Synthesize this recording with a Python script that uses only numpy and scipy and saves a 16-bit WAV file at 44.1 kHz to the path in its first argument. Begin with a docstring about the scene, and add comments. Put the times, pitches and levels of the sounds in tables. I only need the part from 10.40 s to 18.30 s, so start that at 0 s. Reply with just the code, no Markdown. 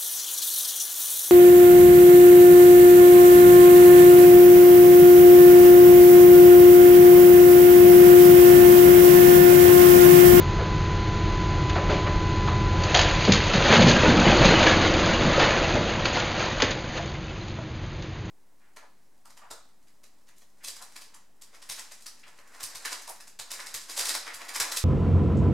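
"""A diesel drones and hydraulics whine as a demolition excavator strains against a brick house front.
The wall cracks and timbers snap in bursts of brittle fracture; slabs, bricks and grit crash into the
street, each impact a damped vibration, and the single blows echo from the house fronts.
The engine eases off, uncovering a faint hum, while the last pieces trickle down.
A small mono microphone hears it all from across the street."""
import sys
import numpy as np
from scipy import signal
from scipy.fft import rfft, irfft
from scipy.io import wavfile
from scipy.ndimage import uniform_filter1d, map_coordinates

SR = 44100
rng = np.random.default_rng(int(sys.argv[2]) if len(sys.argv) > 2 else 0)


def transcribe(signal):
    """Save signal, clipped to [-1, 1], as a 16-bit WAV file at the path in sys.argv[1]."""
    frames = np.atleast_2d(signal).T
    limited = np.clip(frames, -1, 1)
    pcm = np.round(limited * 32767).astype(np.int16)
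    wavfile.write(sys.argv[1], SR, pcm)


N = 348390
TIME = np.arange(N) / SR
BAND_LIMIT_HZ = 7020

# Spectra of three sizes of rubble and of a fracture. Each row: frequency in Hz, relative gain in dB.
SLAB_SPECTRUM = [(30, 2), (70, -6), (115, -6), (195, 0), (245, 0.5), (278, -7), (305, 2.5), (360, 1.5),
                 (450, -20.5)]
BRICK_SPECTRUM = [(280, -20), (420, -5), (530, 1.5), (680, -3), (1100, -6.5), (1700, -8.5), (2200, -12.5),
                  (3500, -32)]
GRIT_SPECTRUM = [(1100, -15.5), (1800, -3), (2400, 0.5), (3300, -1), (4300, -3), (5200, -7.5), (6800, -8.5)]
SNAP_SPECTRUM = [(150, -12.5), (500, -2), (1000, 4.5), (2500, 1.5), (4300, -3.5), (7000, -13.5)]
# The pour of small rubble, from first split to last trickle. Each row: time in seconds, level in dB.
POUR = [(2.33, -43.5), (2.45, -31), (3.05, -31.5), (3.25, -23.5), (4.7, -25), (5.5, -30), (6.28, -35.5),
        (6.42, -38), (7.15, -47.5), (7.9, -50.5)]
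# Loads of bricks that slide off and land together. Each row: peak time in seconds, level in dB,
# decay time in seconds, grit relative to bricks in dB.
SLIDES = [(2.6, -31.5, 0.2, 5.5), (2.83, -41, 1, 12), (3.334, -17, 0.093, -1.5), (3.495, -38, 0.048, 15.5),
          (3.7, -25, 0.06, -1), (3.865, -20.5, 0.2, -4), (4.055, -20, 0.14, -1), (4.245, -20.5, 0.099, -3),
          (4.45, -25.5, 0.065, -1), (5.03, -21.5, 0.15, -4.5), (5.775, -29, 0.085, 0),
          (6.02, -30, 0.13, -1), (6.579, -34.5, 0.041, -2.5)]
# Brittle breaks and sharp landings. Each row: start in seconds, level in dB, decay time in seconds,
# spectral tilt in dB per octave.
CRACKS = [(1.296, -27, 0.01, 2.5), (1.355, -20.5, 0.02, -5), (1.494, -27, 0.07, 1.5),
          (1.663, -20.5, 0.016, -6.5), (2.435, -23, 0.0055, 14), (2.5446, -11.5, 0.0032, 3.5),
          (2.5485, -3, 0.002, 5.5), (2.5591, -12.5, 0.0034, 3), (2.572, -14.5, 0.0036, 8),
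          (2.5912, -11, 0.0055, 3), (2.612, -15.5, 0.0017, 3), (2.615, -12, 0.0016, 10),
          (2.849, -21, 0.011, 6.5), (2.9203, -8.5, 0.0058, 8.5), (2.933, -16, 0.014, 6),
          (3.1333, -18.5, 0.017, 2.5), (3.3655, -16, .007, -4.5), (3.421, -13.5, 0.0062, 8.5),
          (3.4845, -17, 0.028, 8), (4.0527, -17, 0.0064, 8.5), (4.2272, -13, 0.0054, 3),
          (4.2598, -16, 0.045, 0.5), (4.995, -15, 0.02, -1), (5.0387, -14, 0.0067, -2.5),
          (5.653, -14.5, 0.0068, 3), (6.2, -18, 0.0093, -1), (6.2203, -6, 0.0025, 6),
          (6.307, -22, 0.0086, 6), (6.5692, -30, 0.0086, 2), (7.0829, -32, 0.002, 9),
          (7.6225, -35, 0.0065, 7)]
# Heavy pieces landing. Each row: start in seconds, level in dB, pitch in Hz, decay time in seconds.
THUDS = [(.186, -25, 500, 0.032), (1.355, -27, 614, 0.046), (1.49, -20, 520, 0.032),
         (1.525, -22.5, 308, 0.021), (2.074, -23, 1070, 0.018), (2.545, -17.5, 700, 0.041),
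         (2.876, -9, 190, 0.014), (2.893, -12, 187, 0.0079), (3.135, -17.5, 186, 0.046),
         (3.294, -14.5, 198, 0.056), (3.375, -15, 194, 0.048), (3.435, -8.5, 184, 0.024),
         (3.46, -9, 192, 0.021), (3.632, -16.5, 517, 0.02), (3.675, -14, 225, 0.048),
         (3.785, -19, 225, 0.046), (3.868, -11, 236, 0.017), (3.894, -17, 60, 0.032),
         (3.974, -16.5, 44.4, 0.03), (3.991, -20, 135, 0.034), (4.016, -17.5, 620, 0.022),
         (4.045, -12, 175, 0.024), (4.108, -17.5, 470, 0.016), (4.805, -20, 179, 0.079),
         (4.97, -18.5, 562, 0.031), (5.194, -20, 550, 0.011), (5.331, -23.5, 203, 0.034),
         (5.344, -19, 480, 0.021), (6.2222, -15.5, 528, 0.012), (6.228, -18, 256, 0.0076)]
# Stones and bricks landing clear of the rest. Each row: start in seconds, level in dB, pitch in Hz.
STONES = [(3.004, -21, 2005), (3.324, -12, 793), (3.564, -13.5, 1630), (3.854, -19, 1245),
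          (4.115, -17.5, 1550), (4.45, -18.5, 1460), (4.69, -20.5, 1460), (4.735, -22, 2860),
          (4.863, -22, 660), (5.107, -16.5, 1740), (5.7725, -26, 930), (6.595, -24.5, 684),
          (7.188, -31, 657)]
# Modes of a struck stone. Each row: multiple of the pitch, relative level in dB.
STONE_MODES = [(1, -1.5), (1.44, -9)]
# Loose steel hit by rubble. Each row: start in seconds, level in dB, pitch in Hz, decay time in seconds.
CLINKS = [(4.08, -26, 4140, .06), (4.271, -14.5, 1690, .017), (6.677, -42.5, 4463, .016),
          (7.012, -43, 4054, .024), (7.623, -45, 3880, .012)]
# The running of the diesel. Each row: time in seconds, firing rate in Hz, load from 0 to 1.
ENGINE = [(0, 88.7, 0.9), (2.4, 88.45, 1), (3.2, 89.7, 0.73), (4.5, 91.4, 0.56), (5.8, 95.6, 0.04),
          (7.9, 96.3, 0.03)]
# Engine tones. Each row: multiple of the cycle rate, level in dB at full load, level in dB at no load.
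ENGINE_ORDERS = [(6, -29.5, -43.5), (7, -38.5, -50.5), (9, -48, -45), (11, -39.5, -53), (14, -40.5, -54),
                 (21, -42, -65.5), (22, -40.5, -55.5), (24, -41, -60), (26, -47.5, -64), (28, -41, -66),
                 (56, -45.5, -72.5)]
# Exhaust and fan noise. Each row: frequency in Hz, density in dB per Hz at full load, then at no load.
ROAR_SPECTRUM = [(12, -65, -79), (34.3, -41.5, -55.5), (62.6, -48.5, -58.5), (111, -48.5, -57.5),
                 (142, -47.5, -63), (183, -54, -64), (265, -66, -80), (305, -57.5, -62),
                 (420, -63.5, -74.5), (860, -67.5, -80.5), (2190, -72, -82.5), (4100, -75.5, -89),
                 (7000, -83.5, -100.5)]
# Tones of the hydraulic pump. Each row: harmonic number, level in dB before the pressure gain.
PUMP_HARMONICS = [(1, -36.5), (2, -50), (4, -57)]
# Singing oil lines. Each row: frequency in Hz, level in dB before the pressure gain.
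OIL_LINES = [(1389, -52.5), (1507, -53.5), (2536, -56), (4301, -56.5)]
# The effect of oil pressure on the whine. Each row: time in seconds, gain in dB.
PRESSURE_GAIN = [(0, 1), (2.2, 3), (2.7, 1), (3.3, -3), (4.5, -12.5), (6, -9), (6.9, -23), (7.9, -24)]
# Steady hums of the site. Each row: frequency in Hz, level in dB.
HUMS = [(121, -46.5), (317.6, -57)]
# Reverberation of the street. Each row: frequency in Hz, time in seconds to fall by 60 dB.
STREET_T60 = [(60, 0.088), (400, 0.51), (2000, 0.52), (7000, 0.04)]
# Frequency response of the microphone. Each row: frequency in Hz, gain in dB.
MICROPHONE = [(4700, -.5), (5150, -3.5), (5550, -11), (5950, -1.5), (6400, 2)]


def rubble(clack_db=-9, knock_db=-9):
    """Superposed impacts: smaller bodies ring higher, so slabs rumble, bricks clatter, grit crackles."""
    slabs = collisions(1000, low_hz=29.3, high_hz=443, cycles=1.4, spread_db=4, wash_db=-0.5, size=3500)
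    bricks = collisions(3600, low_hz=336, high_hz=2354, cycles=2.45, spread_db=1.5, wash_db=3, size=900)
    grit = collisions(3600, low_hz=1327, high_hz=6830, cycles=6, spread_db=1.5, wash_db=5, size=600)
    clacks = collisions(380, low_hz=693, high_hz=3000, cycles=24, spread_db=2.5, wash_db=-14, size=4400)
    rush = amp(0.67 * drift(40))  # small pieces arrive unevenly
    brick_level, grit_level = flow_levels()
    return (impose_level(colour(slabs, SLAB_SPECTRUM), tumble_level())
            + impose_level(colour(bricks, BRICK_SPECTRUM), brick_level) * rush
            + amp(clack_db) * clacks * brick_level  # hard bricks ring longer than dull ones
            + amp(knock_db) * knocks() * grit_level
            + impose_level(colour(grit, GRIT_SPECTRUM), grit_level) * rush)


def collisions(count, low_hz, high_hz, cycles, spread_db, wash_db, size, linger_s=0.048):
    """Damped free vibration: each impact rings for a number of cycles; scattering adds a diffuse wash."""
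    when, pitch, strength, ring_length = rng.random((count, 4)).T[:, :, None]
    hz = low_hz + (high_hz - low_hz) * pitch
    t = np.arange(size) / SR
    decay = cycles * (.5 + ring_length) / hz
    weight = amp(-spread_db * np.log(strength + 0.049)) / np.sqrt(decay)
    rings = weight * np.exp(-t / decay) * np.sin(2 * np.pi * hz * t) * rng.choice([-1, 1], (count, 1))
    positions = (when * N).astype(int) + np.arange(size)
    direct = unit_rms(np.bincount(positions.ravel(), rings.ravel(), N)[:N])
    lingering_energy = signal.lfilter([1], [1, -np.exp(-1 / (linger_s * SR))], direct ** 2)
    wash = unit_rms(np.sqrt(lingering_energy) * band_noise(low_hz, high_hz, N))
    return direct + amp(wash_db) * wash


def tumble_level(topple_s=3.62, hold_s=0.43, peak_db=-21, rise_db_per_s=26, settle_db_per_s=7.5):
    """Exponential growth and decay: heavy masonry gathers as the wall leans, tumbles, then settles."""
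    before = np.maximum(topple_s - TIME, 0)
    after = np.maximum(TIME - topple_s - hold_s, 0)
    return amp(peak_db - rise_db_per_s * before - settle_db_per_s * after)


def flow_levels(onset_db_per_s=240, slide_rise_s=0.053, grit_offset_db=-5.5, grit_follow=0.92):
    """Incoherent sources add in power: the pour and the slides set the amplitudes of bricks and grit."""
    pour_db = curve(POUR) - onset_db_per_s * np.maximum(POUR[0][0] - TIME, 0)
    brick_power = amp(pour_db) ** 2
    grit_power = amp(grit_offset_db + grit_follow * pour_db) ** 2
    for peak_s, db, decay, grit_db in SLIDES:
        slide = amp(db) * np.exp(-np.maximum((peak_s - TIME) / slide_rise_s, (TIME - peak_s) / decay))
        brick_power += slide ** 2
        grit_power += (amp(grit_db) * slide) ** 2
    return np.sqrt(brick_power), np.sqrt(grit_power)


def knocks(per_s=45, spread_db=4, decay_s=0.003, width=1.47, count=12, size=900):
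    """A short impact has a wide spectrum: bricks strike and chip at random, each about its own pitch."""
    out, t = np.zeros(N), np.arange(size) / SR
    for hz in np.geomspace(550, 3000, count):
        body = band_noise(hz / width, hz * width, size, order=1)
        chip = band_noise(hz, BAND_LIMIT_HZ, size)
        knock = (body + .5 * chip) * np.exp(-t / decay_s)
        strength = amp(spread_db * np.minimum(rng.exponential(1, N), 2))
        strikes = rng.random(N) < per_s / count / SR
        out += signal.oaconvolve(strength * strikes, knock)[:N]
    return unit_rms(out)


def cracks(snaps_per_s=4000, rise_share=0.12, crumb_share=0.13, crumb_s=0.042):
    """Brittle fracture releases stress in a fast-dying burst of tiny snaps, trailed by crumbs."""
    out, t = np.zeros(N), np.arange(SR // 4) / SR
    octaves = np.log2(np.clip(np.fft.rfftfreq(len(t), 1 / SR), 300, BAND_LIMIT_HZ) / 2000)
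    lowpass = signal.butter(6, BAND_LIMIT_HZ, fs=SR, output="sos")
    for start, db, decay, tilt_db in CRACKS:
        impulses = rng.choice([-1, 1], len(t)) * (rng.random(len(t)) < snaps_per_s / SR)
        tilted = irfft(rfft(impulses) * amp(tilt_db * octaves), len(t))
        snaps = unit_rms(signal.sosfilt(lowpass, colour(tilted, SNAP_SPECTRUM)))
        rise = 1 - np.exp(-t / (rise_share * decay))
        fall = (1 - crumb_share) * np.exp(-t / decay) + crumb_share * np.exp(-t / crumb_s)
        add(out, start, amp(db) * snaps * fall * rise)
    return out


def thuds(width=1.16, crunch_db=-7, shake_db=-9, rise_share=0.13):
    """Inelastic impact: a heavy piece booms, its edges crunch, and the heap shakes deeper and longer."""
    out, t = np.zeros(N), np.arange(SR // 3) / SR
    for start, db, hz, decay in THUDS:
        boom = band_noise(hz / width, hz * width, len(t), order=2)
        crunch = band_noise(hz * width ** 2, hz * 3.2, len(t), order=2)
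        shake = band_noise(hz / 2, hz, len(t), order=2) * np.exp(-t / (2 * decay))
        rise = 1 - np.exp(-t / (rise_share * decay))
        fall = np.exp(-t / decay)
        blow = ((boom + amp(crunch_db) * crunch) * fall + amp(shake_db) * shake) * rise
        add(out, start, amp(db) * blow * np.linalg.norm(fall) / np.linalg.norm(blow))
    return out


def stones(ring_s=0.0098, chip_db=-5, chip_s=0.005):
    """Modal vibration: a struck stone rings briefly in two inharmonic modes while its edge chips."""
    out, t = np.zeros(N), np.arange(SR // 8) / SR
    for start, db, hz in STONES:
        ring = sum(amp(mode_db) * np.sin(2 * np.pi * hz * ratio * t) for ratio, mode_db in STONE_MODES)
        chip = band_noise(hz / 2, hz * 2, len(t), order=2) * np.exp(-t / chip_s)
        add(out, start, amp(db) * (ring * np.exp(-t / ring_s) + amp(chip_db) * chip))
    return out


def clinks():
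    """Beating: two close modes of struck steel interfere as they die away."""
    out, t = np.zeros(N), np.arange(SR // 2) / SR
    for start, db, hz, decay in CLINKS:
        ring = np.sin(2 * np.pi * hz * t) + .6 * np.sin(2 * np.pi * hz * 1.012 * t)
        add(out, start, amp(db) * ring * np.exp(-t / decay))
    return out


def diesel(cylinders=6, jitter=0.0006, throb=0.085, rattle_share=0.12, rattle_hz=420, cycle_points=2900):
    """Periodic combustion gives harmonics and a throbbing roar; the whole softens as the load drops."""
    load = curve(ENGINE, column=2)
    cycle_hz = curve(ENGINE) / cylinders
    cycles = np.cumsum(cycle_hz * (1 + jitter * drift(8))) / SR
    tones = sum(amp(eased + load * (loaded - eased)) * np.sin(2 * np.pi * (k * cycles + rng.random()))
                for k, loaded, eased in ENGINE_ORDERS)
    # valves and injectors rattle alike in each cycle, while the gas flow never repeats
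    pattern = rng.standard_normal(cycle_points)
    rattle = unit_rms(map_coordinates(pattern, [cycles % 1 * cycle_points], mode="wrap"))
    rattle = signal.sosfilt(signal.butter(3, rattle_hz, "high", fs=SR, output="sos"), rattle)
    noise = np.sqrt(rattle_share) * rattle + np.sqrt(1 - rattle_share) * rng.standard_normal(N)
    firing = np.cos(2 * np.pi * cylinders * cycles)
    roar = noise * np.sqrt(SR / 2) * (1 + throb * firing)
    loaded_roar = colour(roar, ROAR_SPECTRUM, column=1)
    eased_roar = colour(roar, ROAR_SPECTRUM, column=2)
    return np.sqrt(2) * tones + load * loaded_roar + (1 - load) * eased_roar


def hydraulics(pump_hz=1003.4, pump_jitter=0.00094, waver_db=0.06, line_jitter=0.0023):
    """Forced vibration: the pump whines cleanly, the lines more hoarsely, both led by oil pressure."""
    pump_phase = wandering_phase(pump_hz, pump_jitter, 25)
    whine = sum(amp(db + waver_db * drift(25)) * np.sin(k * pump_phase) for k, db in PUMP_HARMONICS)
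    lines = sum(amp(db) * np.sin(wandering_phase(hz, line_jitter, 120)) for hz, db in OIL_LINES)
    return np.sqrt(2) * amp(curve(PRESSURE_GAIN)) * (whine + lines)


def street_echo(x, fades_per_s=4.3, tails=3, density=0.06, gap_s=0.012):
    """Reflection from the house fronts: sparse echoes whose treble dies first."""
    out = np.zeros(N)
    for k in range(tails):
        echoes = rng.standard_normal(SR) * (rng.random(SR) < density) * (np.arange(SR) > gap_s * SR)
        hz, t, spectra = signal.stft(echoes, SR, nperseg=256)
        absorption = amp(-60 * t / at_frequency(STREET_T60, hz)[:, None])
        tail = signal.istft(spectra * absorption, SR, nperseg=256)[1]
        # the tails cross-fade steadily, so the echo stays diffuse and does not ring
        share = np.sqrt(2 / tails) * np.cos(np.pi * (fades_per_s * TIME + k / tails))
        out += signal.oaconvolve(x * share, tail / np.linalg.norm(tail))[:N]
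    return out


def site_hums(jitter=0.003, waver_db=2):
    """Masking: these faint tones sound throughout but are heard only once the engine eases off."""
    return np.sqrt(2) * sum(amp(db + waver_db * drift(3.7)) * np.sin(wandering_phase(hz, jitter, 8.7))
                            for hz, db in HUMS)


def amp(db):
    """Amplitude ratio of a level in decibels."""
    return 10 ** (np.asarray(db) / 20)


def unit_rms(x):
    """Normalisation to rms 1."""
    return x / np.sqrt(np.mean(x ** 2) + 1e-20)


def curve(rows, column=1):
    """Linear interpolation of a time table at every sample."""
    rows = np.array(rows)
    return np.interp(TIME, rows[:, 0], rows[:, column])


def at_frequency(rows, hz, column=1):
    """Interpolation of a table along a logarithmic frequency axis."""
    rows = np.array(rows)
    return np.interp(np.log(hz + 1), np.log(rows[:, 0] + 1), rows[:, column])


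def colour(x, rows, column=1, size=8192):
    """Minimum-phase filtering with the given spectrum."""
    hz = abs(np.fft.fftfreq(size, 1 / SR))
    log_gain = np.log(amp(at_frequency(rows, hz, column)))
    taps = np.fft.ifft(np.exp(np.conj(signal.hilbert(log_gain)))).real[:size // 2]
    return signal.oaconvolve(x, taps)[:len(x)]


def drift(per_s):
    """Random fluctuation of rms 1, taking a new value per_s times a second."""
    knots = rng.standard_normal(2048)
    return unit_rms(np.interp(TIME * per_s, np.arange(len(knots)), knots))


def wandering_phase(hz, jitter, per_s):
    """Frequency modulation: the phase in radians of a tone whose pitch drifts."""
    return 2 * np.pi * np.cumsum(hz * (1 + jitter * drift(per_s))) / SR


def band_noise(low_hz, high_hz, size, order=3):
    """Band-limited noise of rms 1."""
    band = signal.butter(order, [low_hz, min(high_hz, SR / 2 - 1)], "band", fs=SR, output="sos")
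    return unit_rms(signal.sosfilt(band, rng.standard_normal(size)))


def impose_level(stream, level, window=3500):
    """Amplitude modulation: the running rms is evened out, then follows the given level."""
    power = abs(uniform_filter1d(stream ** 2, window)) + 1e-12
    return level * stream / np.sqrt(power)


def add(mix, start_s, sound):
    """Superposition of a sound on the mix from a given time."""
    part = mix[max(round(start_s * SR), 0):][:len(sound)]
    part += sound[:len(part)]


def scene(echo_db=-13):
    """Sound pressures add: the machine, the site, the rubble and the single blows with their echo."""
    blows = cracks() + thuds() + stones() + clinks()
    mix = diesel() + site_hums() + hydraulics() + rubble() + blows + amp(echo_db) * street_echo(blows)
    return np.array([mix, mix])


def record(dry):
    """Linear filtering: a mono microphone with a hollow in its treble, then the band limit."""
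    mono = colour(dry.mean(0), MICROPHONE)
    lowpass = signal.firwin(451, BAND_LIMIT_HZ, window=("kaiser", 8), fs=SR)
    mono = signal.oaconvolve(mono, lowpass, "same")
    return np.array([mono, mono])


dry = scene()
out = record(dry)
transcribe(out)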